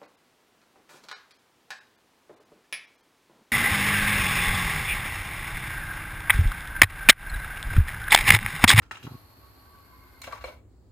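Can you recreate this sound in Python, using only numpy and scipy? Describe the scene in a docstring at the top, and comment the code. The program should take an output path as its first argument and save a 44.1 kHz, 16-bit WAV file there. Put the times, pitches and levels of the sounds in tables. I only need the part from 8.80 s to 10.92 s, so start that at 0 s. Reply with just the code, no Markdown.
"""A quiet room hums around a disc player, heard by a two-port microphone close in front. A finger clicks the
key, in struck panel modes; a small motor draws the tray in, with rail hiss as shaped noise and a rough gear
whine as a wobbling tone and noisy resonances. The shelf thumps in low swings; the tray knocks, rattles and
seats in struck chassis modes, with softer thumps. Last, a faint hiss sets in."""
import sys
import numpy as np
from scipy import signal
from scipy.fft import rfft, irfft
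from scipy.io import wavfile
from scipy.ndimage import uniform_filter1d

SR = 44100
rng = np.random.default_rng(int(sys.argv[2]) if len(sys.argv) > 2 else 0)


def dump_mix(stems):
    """Bounce the given channels to the path in sys.argv[1] as a 16-bit WAV at rate SR."""
    frames = np.atleast_2d(stems).T  # one column per channel
    limited = np.clip(frames, -1, 1)  # hard clip at full scale
    pcm = np.round(limited * 32767).astype(np.int16)
    wavfile.write(sys.argv[1], SR, pcm)


def level_to_linear(level):
    """Convert decibel levels to linear amplitude factors, elementwise."""
    exponent = np.asarray(level, float) / 20
    return 10 ** exponent


N = 93403
T = np.arange(N) / SR  # seconds
F = np.arange(N // 2 + 1) * SR / N + 1e-3  # Hz, kept above zero for the logarithm


def unit(x):
    """Scale to rms 1."""
    return x / np.sqrt(np.mean(x ** 2))


def noise():
    """White noise over the whole scene."""
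    return rng.standard_normal(N)


def shape(x, points):
    """Colour by (Hz, dB) points on a log-frequency axis."""
    hz, db = np.array(points, float).T
    gain_db = np.interp(np.log(F), np.log(hz), db, left=-90)
    return irfft(rfft(x) * level_to_linear(gain_db), N)


def narrow(hz, width_hz, speed=1):
    """Noise in one resonance, rms 1; its centre follows speed."""
    lowpass = 1 / (1 + (F / (width_hz / 2)) ** 2)
    real, imag = (irfft(rfft(noise()) * lowpass, N) for _ in range(2))
    phase = 2 * np.pi * np.cumsum(hz * speed * np.ones(N)) / SR
    return unit(((real + 1j * imag) * np.exp(1j * phase)).real)


def walk(rate_hz):
    """Random level drawn rate_hz times a second and smoothed, rms 1."""
    hold = int(SR / rate_hz)
    steps = np.repeat(rng.standard_normal(N // hold + 1), hold)
    return unit(uniform_filter1d(steps, hold)[:N])


# spectrum of the still air and distant rumble: pitch_hz [Hz], level_db [dB per Hz, relative]
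AIR_SPECTRUM = [(30, -40), (64, -6.5), (174, -19), (355, -17.5), (554, -27), (1190, -37), (2750, -50),
                (5740, -59.5), (7270, -45), (10500, -60), (16000, -53)]
# wavering hum: pitch_hz [Hz], width_hz [Hz], level_db [dB rms]
ROOM_HUM = [(59.2, 40, -59), (101.86, 7.9, -62), (260.8, 6.4, -71)]


def room():
    """Still air and distant rumble as shaped noise, a wavering hum and the late faint hiss as narrow noise."""
    air = unit(shape(noise(), AIR_SPECTRUM)) * level_to_linear(-59.5)
    hum = sum(narrow(hz, width_hz) * level_to_linear(db) for hz, width_hz, db in ROOM_HUM)
    # the hiss sets in once the tray rests
    hiss_start_s, hiss_rise_s = 1.86, 0.056
    hiss = narrow(4460, 1700) * level_to_linear(-84) * np.clip((T - hiss_start_s) / hiss_rise_s, 0, 1)
    return air + hum + hiss


def ring(x, hz, t60_s):
    """One mode as a two-pole resonator: an impulse gives a decaying sine of starting envelope 1."""
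    radius = np.exp(-np.log(1000) / (t60_s * SR))
    angle = 2 * np.pi * hz / SR
    return signal.lfilter([0, radius * np.sin(angle)], [1, -2 * radius * np.cos(angle), radius ** 2], x)


def strike(hits, modes):
    """Each hit chatters into the modes near its colour centre; loose parts rattle on in a band and in modes."""
    first_contact = 0.9  # against all the chatter after it
    body_db_per_oct, rattle_db_per_oct = -6, -9
    nearest_db, nearest_oct = 13.0, 0.09  # extra ring of modes at the colour centre
    tail_t60_s, loose_ring_db = 0.24, -4
    out = np.zeros(N)
    t = T[:SR // 3]
    f = np.arange(len(t) // 2 + 1) * SR / len(t) + 1
    for start_s, level_db, colour_hz, chatter_s, tail_db in hits:
        grit = rng.standard_normal((2, len(t))) * level_to_linear(1.54 * rng.exponential(size=(2, len(t))))
        push = grit[0] * np.exp(-(t / chatter_s) ** 4)
        blow = push + first_contact * np.linalg.norm(push) * (t == 0)
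        shake = grit[1] * level_to_linear(-60 * t / tail_t60_s + 2.8 * walk(139)[:len(t)])

        body = loose = 0
        for mode_hz, mode_db, t60_s in modes:
            octaves = abs(np.log2(mode_hz / colour_hz))
            tone = ring(blow, mode_hz, t60_s) * rng.choice([-1, 1])
            near_db = nearest_db * np.exp(-(octaves / nearest_oct) ** 2)
            body = body + level_to_linear(mode_db + body_db_per_oct * octaves + near_db) * tone / abs(tone).max()
            loose = loose + level_to_linear(mode_db + rattle_db_per_oct * octaves) * unit(ring(shake, mode_hz, t60_s))

        # a bright crack, stronger for hits of higher colour
        crack = np.diff(uniform_filter1d(push, size=3), prepend=0)
        crack_db = -26.5 + 11.0 * np.log2(colour_hz / 1500)
        band = level_to_linear(rattle_db_per_oct * abs(np.log2(f / colour_hz))) / (1 + (450 / f) ** 4)
        broad = unit(irfft(rfft(shake) * band, len(t)))
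        rattle = level_to_linear(tail_db - 9.5) * (broad + level_to_linear(loose_ring_db) * unit(loose))
        rattle = rattle * np.minimum(t / 0.00057, 1)

        head = slice(0, int((chatter_s + 0.0041) * SR))  # the stretch that sets the level
        hit = body / np.std(body[head]) + level_to_linear(crack_db) * crack / np.std(crack[head]) + rattle
        hit = hit * np.cos(np.pi / 2 * t / t[-1])  # fades to silence
        i = int(start_s * SR)
        out[i:i + len(t)] += level_to_linear(level_db) * 0.31 * hit[:N - i]
    return out


# ticks of the key and front panel: start_s [s], level_db [dB, relative], colour_hz [Hz],
# chatter_s [s], tail_db [dB, relative]
KEY_TICKS = [(.020, -49.5, 1510, 0.0032, 0), (.111, -24.5, 1578, 0.0062, -11),
             (.156, -37, 2720, 0.0016, -16.5), (.170, -39.5, 2100, 0.006, -8), (.229, -44, 3020, 0.011, -1),
             (.268, -38, 685, 0.01, -7.5)]
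# modes of the panel: pitch_hz [Hz], level_db [dB, relative], t60_s [s]
PANEL_MODES = [(353, 11.5, 0.06), (1110, 10, 0.0072), (1418, 14, 0.015), (1703, 9.5, 0.016),
               (2100, -3, 0.013), (2818, 9, 0.015), (3310, 3, 0.014), (3980, 3.5, 0.038), (7040, 11, 0.005)]


def key_ticks():
    """The pressed key strikes the modes of the front panel."""
    return strike(KEY_TICKS, PANEL_MODES)


def echo(x, t60_s):
    """A decaying spray of reflections of total energy 1, new at every call."""
    t = T[:SR // 2]
    spray = unit(rng.standard_normal(len(t)) * level_to_linear(-60 * t / t60_s)) / np.sqrt(len(t))
    return signal.fftconvolve(x, spray)[:N]


# course of the drive: time_s [s], hiss_db [dB, relative], gears_db [dB, relative]
DRIVE_COURSE = [(.2, -39, -64), (.3, -60, -67.5), (.45, -63.5, -75), (.75, -64, -71), (1.15, -65, -68),
                (1.4, -64, -70), (1.6, -68.5, -70.5), (1.75, -61, -58.5)]
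# spectrum of the rail hiss: pitch_hz [Hz], level_db [dB per Hz, relative]
RAIL_SPECTRUM = [(290, -71), (500, -9), (1110, -6.5), (1550, -12), (2070, -14.5), (3440, -21),
                 (4600, -17.5), (5800, -27), (10500, -27), (12500, -10.5), (16000, -43.5)]
# gear resonances: pitch_hz [Hz, at the fastest teeth], width_hz [Hz],
# start_db and end_db of the travel [dB, relative]
GEAR_RESONANCES = [(1032, 44, -13, 1.5), (1549, 100, -8, 0.5), (2165, 50, -44, -1.5), (4407, 440, 4, -5.5),
                   (9930, 280, -7.5, -14.5)]
# whine of the meshing teeth: time_s [s], pitch_hz [Hz, before wobble], level_db [dB, relative]
TEETH_WHINE = [(.25, 1030, -30), (.35, 1110, 0), (1.2, 1138, 0), (1.3, 1118, -6), (1.45, 1100, -12)]


def drive():
    """Rail hiss, teeth whine and gear resonances, whose balance shifts as the tray enters the case."""
    start_s, stop_s, ramp_s = 0.18, 1.83, 0.15
    on = np.clip(np.minimum(T - start_s, stop_s - T) / ramp_s, 0, 1) ** 2
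    time_s, hiss_db, gears_db = np.array(DRIVE_COURSE).T
    grit = noise() * level_to_linear(0.98 * rng.exponential(size=N))
    hiss_level_db = 2.5 + np.interp(T, time_s, hiss_db) + 1.1 * walk(310)
    hiss = unit(shape(grit, RAIL_SPECTRUM)) * level_to_linear(hiss_level_db)

    whine_s, whine_hz, whine_db = np.array(TEETH_WHINE).T
    teeth_hz = np.interp(T, whine_s, whine_hz)
    speed = teeth_hz / teeth_hz.max()
    travel = np.clip((T - 0.45) / 0.67, 0, 1)
    gears = 0
    for hz, width_hz, start_db, end_db in GEAR_RESONANCES:
        balance_db = start_db + (end_db - start_db) * travel
        gears = gears + narrow(hz, width_hz, speed) * level_to_linear(balance_db + 2 * walk(90))

    wobbling_hz = teeth_hz + 11.74 * walk(58.0)
    whine_level_db = 8.5 + np.interp(T, whine_s, whine_db) + 3.6 * walk(25.55)
    whine = np.sin(2 * np.pi * np.cumsum(wobbling_hz) / SR) * level_to_linear(whine_level_db)
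    return on * (hiss + (gears + whine) * level_to_linear(np.interp(T, time_s, gears_db)))


# thumps of the shelf and cabinet: crest_s [s], level_db [dB, about the peak], pitch_hz [Hz], sharpness [0-1]
SHELF_THUMPS = [(0.2514, -30, 124.5, 0.52), (0.276, -27, 137, 0.49), (.320, -31.5, 129, 0.34),
                (.353, -30.5, 122, 0.46), (1.616, -40, 60, 0.05), (1.666, -41.5, 56, 0),
                (1.777, -44.5, 68, 0.18)]


def thumps():
    """A few low swings that build to a crest, pointed by overtones in step, and die fast."""
    rise_cycles, fall_cycles = 1.66, 0.63
    out = 0
    for crest_s, level_db, hz, sharp in SHELF_THUMPS:
        cycles = (T - crest_s) * hz
        envelope = np.exp(-(cycles / np.where(cycles < 0, rise_cycles, fall_cycles)) ** 2)
        swing = sum(sharp ** k * np.cos(2 * np.pi * (k + 1) * cycles) for k in range(4))
        out = out + level_to_linear(level_db) * (1 - sharp) * envelope * swing
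    return out


# knocks of the tray meeting its stops: start_s [s], level_db [dB, relative], colour_hz [Hz],
# chatter_s [s], tail_db [dB, relative]
TRAY_KNOCKS = [(1.417, -35, 6250, 0.0047, -10.5), (1.434, -44, 2260, 0.0053, 5.5),
               (1.470, -38.5, 3560, 0.0046, -21), (1.473, -29.5, 743, 0.0038, -8),
               (1.513, -40.5, 1570, 0.013, -6.5), (1.524, -27.5, 1476, 0.002, -14),
               (1.530, -25, 1100, 0.0051, -13.5), (1.542, -46, 2050, 0.0081, -31),
               (1.610, -41.5, 1710, 0.008, -4.5), (1.640, -33, 2360, 0.0091, -20),
               (1.641, -31, 1290, 0.0086, -27), (1.642, -27, 535, 0.0092, -12.5),
               (1.656, -38, 2410, 0.0025, -5.5), (1.675, -36, 595, 0.013, -5), (1.702, -45, 685, 0.003, -5)]
# modes of the chassis: pitch_hz [Hz], level_db [dB, relative], t60_s [s]
CHASSIS_MODES = [(530, -2, .07), (600, -4, .07), (690, -1, .09), (1040, -3, .05), (1130, 0, .09),
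                 (4200, -1, .03), (1590, 0, .045), (2090, -8, .04), (2260, -3, .06), (2800, -5, .03),
                 (3800, -8, .02), (7000, -6, .015), (14200, -4, .003)]


def tray_knocks():
    """The tray meets its stops and strikes the modes of the chassis."""
    return strike(TRAY_KNOCKS, CHASSIS_MODES)


# colour of the side signal, wider in the treble: pitch_hz [Hz], level_db [dB]
SIDE_COLOUR = [(20, -13), (100, -12), (300, -8), (1400, -4), (2800, -1), (20000, 1)]


def scene():
    """The player close in front of the two ports, in its quiet room."""
    hits = key_ticks() + tray_knocks()
    hits = signal.sosfilt(signal.butter(2, 260, "high", fs=SR, output="sos"), hits)
    hits = hits + level_to_linear(-8.5) * echo(hits, 0.35)
    low = thumps()
    mid = hits + low + drive() + room()
    # the ports hear unlike near reflections and unlike noise, more so in the treble
    near = echo(hits + 0.56 * low, 0.065)
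    side = shape(near + drive() + room(), SIDE_COLOUR)
    return np.array([mid + side, mid - side])


def low_pass(x):
    """Removes everything above the highest recorded frequency."""
    return signal.sosfilt(signal.butter(12, 16520, fs=SR, output="sos"), x)


def record(dry):
    """The microphone drops the deepest bass and the top."""
    mix = signal.sosfilt(signal.butter(3, 42, "high", fs=SR, output="sos"), dry)
    mix = signal.sosfilt(signal.ellip(8, 0.2, 60, 16000, fs=SR, output="sos"), mix)
    return low_pass(mix)


dry = scene()
out = record(dry)
dump_mix(out)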